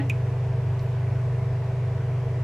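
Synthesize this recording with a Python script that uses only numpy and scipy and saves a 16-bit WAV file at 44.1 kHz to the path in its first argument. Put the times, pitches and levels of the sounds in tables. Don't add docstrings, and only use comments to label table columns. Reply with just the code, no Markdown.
import sys
import numpy as np
from scipy import signal
from scipy.fft import rfft, irfft, next_fast_len
from scipy.io import wavfile
from scipy.ndimage import uniform_filter1d, map_coordinates

SR = 44100
rng = np.random.default_rng(int(sys.argv[2]) if len(sys.argv) > 2 else 0)


def int16_out(signal):
    q = np.round(np.clip(np.atleast_2d(signal).T, -1, 1) * 32767)
    wavfile.write(sys.argv[1], SR, q.astype(np.int16))


N = 107427

# multiple of FAN_HZ [1], rms level/dB
FAN_PARTIALS = [(1, -26.5), (2, -67.5), (3, -60.5), (4, -60.5), (8, -60.5), (9, -62)]
# multiple of MOTOR_HZ [1], rms level/dB
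MOTOR_PARTIALS = [(1, -45.5), (2, -32.5), (3, -36.5), (4, -54.5), (8, -45.5), (9, -61), (10, -55.5),
                  (15, -74), (20, -61), (21, -65)]
# multiple of WHIRR_HZ [1], rms level/dB
WHIRR_PARTIALS = [(4, -74.5), (8, -57), (12, -50), (16, -63.5)]
# multiple of COIL_HZ [1], rms level/dB
COIL_PARTIALS = [(1, -44.5), (9, -63), (10, -66), (12, -72.5), (13, -70.5), (15, -66.5), (20, -67.5),
                 (23, -69.5), (24, -73), (26, -74.5), (28, -76), (46, -79), (57, -83)]
# f/Hz, rms level/dB
BEAT_TONES = [(104.6, -44.5), (153.6, -58.5)]
# f/Hz, density level/dB [per Hz]
AIR_MID = [(25, -79), (40, -86), (55, -61.5), (72, -66.5), (90, -58.5), (106, -57), (130, -64), (170, -67),
           (230, -82), (290, -71.5), (365, -75), (420, -72.5), (465, -63), (520, -72.5), (600, -70),
           (820, -74.5), (1050, -79), (1300, -83), (1900, -82.5), (2500, -87.5), (3200, -93.5), (4200, -99),
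           (5500, -100), (8000, -106), (10500, -111), (13000, -114), (15500, -123)]
# f/Hz, density level/dB [per Hz]
AIR_SIDE = [(40, -119), (65, -109), (115, -95), (220, -87.5), (330, -81), (600, -84.5), (830, -83),
            (1050, -89), (1700, -92), (3000, -96.5), (5000, -101), (10000, -112), (15000, -118)]
# f/Hz, peak level/dB before the soft onset, decay time to -60 dB t/s
POT_MODES = [(278, -28.5, 0.42), (298, -23, 0.076), (830, -37, 0.25), (1900, -32, 0.064), (2014, -47, 0.36)]
# onset t/s, starting level/dB, centre f/Hz, bandwidth [octaves]
DROP_HITS = [(0.0975, -30.5, 5400, .95), (0.7935, -42, 4700, .35), (0.8125, -53, 5000, 0.27),
             (.8295, -56, 13000, .25)]

FAN_HZ, MOTOR_HZ, WHIRR_HZ, COIL_HZ = 123.9, 48.86, 54.22, 100.03
DRIFT_HZ = 0.06
FLUTTER_DB = 0.43
KNOCK_S, KNOCK_RISE_S = 0.0, 0.0017
SCUFF_DB, SCUFF_HZ, SCUFF_OCTAVES, SCUFF_T60_S = -42, 1780, 0.62, 0.2
SPLAT_T60_S = 0.0047
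PLINK_S, PLINK_DB = 0.0983, -22.5
BUBBLE_HZ, BUBBLE_RISE_HZ_PER_S = 2410, 15000
BUBBLE_SWELL_S, BUBBLE_HOLD_S, BUBBLE_T60_S = 0.001, 0.003, 0.012
CRATER_DB, CRATER_HZ, CRATER_OCTAVES, CRATER_T60_S = -26, 2700, 0.25, 0.012
POT_ECHO_DB, POT_ECHO_T60_S = -2.5, 0.053
KITCHEN_DB, KITCHEN_T60_S = -14, 0.36
ECHO_CORNER_HZ = 6950
FIZZ_S, FIZZ_WIDTH_S = 0.835, 0.03
FIZZ_DB, FIZZ_HZ, FIZZ_OCTAVES, FIZZ_PER_S = -67.5, 13000, 0.3, 900
TOP_HZ = 15600


def amp(db):
    return 10 ** (np.asarray(db) / 20)


def unit(x):
    return x / np.sqrt(np.mean(x ** 2) + 1e-20)


def since(s):
    return np.maximum(np.arange(N) / SR - s, 0)


def wobble(rate):
    knots = rng.standard_normal(int(N * rate / SR) + 4)
    return map_coordinates(knots, [np.arange(N) * rate / SR])


def filtered(x, response):
    m = next_fast_len(N + SR // 2)
    spectrum = rfft(x, m) * response(np.fft.rfftfreq(m, 1 / SR))
    return irfft(spectrum, m)[..., :N]


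def band(x, centre, width):
    return filtered(x, lambda hz: np.exp(-0.5 * (np.log2((hz + 1) / centre) / width) ** 2))


def burst(s, db, centre, width, t60):
    t = since(s)
    envelope = (t > 0) * amp(db - 60 * t / t60)
    noise = band(envelope * rng.standard_normal(N), centre, width)
    return unit(noise) * np.sqrt(np.mean(envelope ** 2))


def tone(turns, db):
    level = np.sqrt(2) * amp(db + FLUTTER_DB * wobble(7))
    return level * np.sin(2 * np.pi * (turns + rng.random()))


def hum(base_hz, partials, drift_hz):
    turns = np.cumsum(base_hz + drift_hz * wobble(3.006)) / SR
    return sum(tone(round(k) * turns, db) for k, db in partials)


def machines():
    motors = hum(FAN_HZ, FAN_PARTIALS, DRIFT_HZ)
    motors += hum(MOTOR_HZ, MOTOR_PARTIALS, DRIFT_HZ)
    motors += hum(WHIRR_HZ, WHIRR_PARTIALS, DRIFT_HZ)
    coil = hum(COIL_HZ, COIL_PARTIALS, 0)
    beats = sum(tone(hz * since(0), db) for hz, db in BEAT_TONES)
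    return motors + coil + beats


def rush(points, patchy_db):
    f, db = np.transpose(points)
    z = signal.stft(rng.standard_normal(N), nperseg=512)[2]
    patches = uniform_filter1d(rng.standard_normal(z.shape), 5, 0)
    patches = uniform_filter1d(patches, 14, 1)
    patchy = signal.istft(z * amp(patchy_db * unit(patches)), nperseg=512)[1][:N]
    white = np.sqrt(SR / 2) * unit(patchy)
    return filtered(white, lambda hz: amp(np.interp(np.log(hz + 1), np.log(f), db)))


def air():
    mid = rush(AIR_MID, patchy_db=1)
    side = rush(AIR_SIDE, patchy_db=1.9)
    return np.array([mid + side, mid - side])


def knock():
    t = since(KNOCK_S)
    onset = 1 - np.exp(-t / KNOCK_RISE_S)
    modes = sum(amp(db - 60 * t / t60) * np.sin(2 * np.pi * hz * t) for hz, db, t60 in POT_MODES)
    scuff = burst(KNOCK_S, SCUFF_DB, SCUFF_HZ, SCUFF_OCTAVES, SCUFF_T60_S)
    return onset * modes + scuff


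def drops():
    return sum(burst(s, db, centre, width, SPLAT_T60_S) for s, db, centre, width in DROP_HITS)


def plink():
    t = since(PLINK_S)
    swell = np.minimum(t / BUBBLE_SWELL_S, 1)
    decay = amp(PLINK_DB - 60 * np.maximum(t - BUBBLE_HOLD_S, 0) / BUBBLE_T60_S)
    turns = BUBBLE_HZ * t + BUBBLE_RISE_HZ_PER_S * t ** 2 / 2
    bubble = swell * decay * np.sin(2 * np.pi * turns)
    crater = burst(PLINK_S, CRATER_DB, CRATER_HZ, CRATER_OCTAVES, CRATER_T60_S)
    return bubble + crater


def echo(x, t60, delay_s, side_db):
    t = since(delay_s)[:SR // 2]
    mid, side = rng.standard_normal((2, len(t))) * (t > 0) * amp(-60 * t / t60)
    side = amp(side_db) * side
    tail = np.array([mid + side, mid - side])
    return signal.fftconvolve(x[None], tail / np.linalg.norm(tail[0]), axes=1)[:, :N]


def fizz():
    pops = (rng.random((2, N)) < FIZZ_PER_S / SR) * rng.standard_normal((2, N))
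    swell = np.exp(-0.5 * ((since(0) - FIZZ_S) / FIZZ_WIDTH_S) ** 2)
    return amp(FIZZ_DB) * swell * unit(band(pops, FIZZ_HZ, FIZZ_OCTAVES))


def scene():
    drips = drops() + plink()
    dull = filtered(drips, lambda hz: 1 / (1 + 1j * hz / ECHO_CORNER_HZ))
    pot = amp(POT_ECHO_DB) * echo(dull, POT_ECHO_T60_S, delay_s=0.00088, side_db=-11.5)
    kitchen = amp(KITCHEN_DB) * echo(dull, KITCHEN_T60_S, delay_s=0.0046, side_db=-9)
    return machines() + air() + knock() + drips + pot + kitchen + fizz()


def record(dry):
    return filtered(dry, lambda hz: hz < TOP_HZ)


dry = scene()
out = record(dry)
int16_out(out)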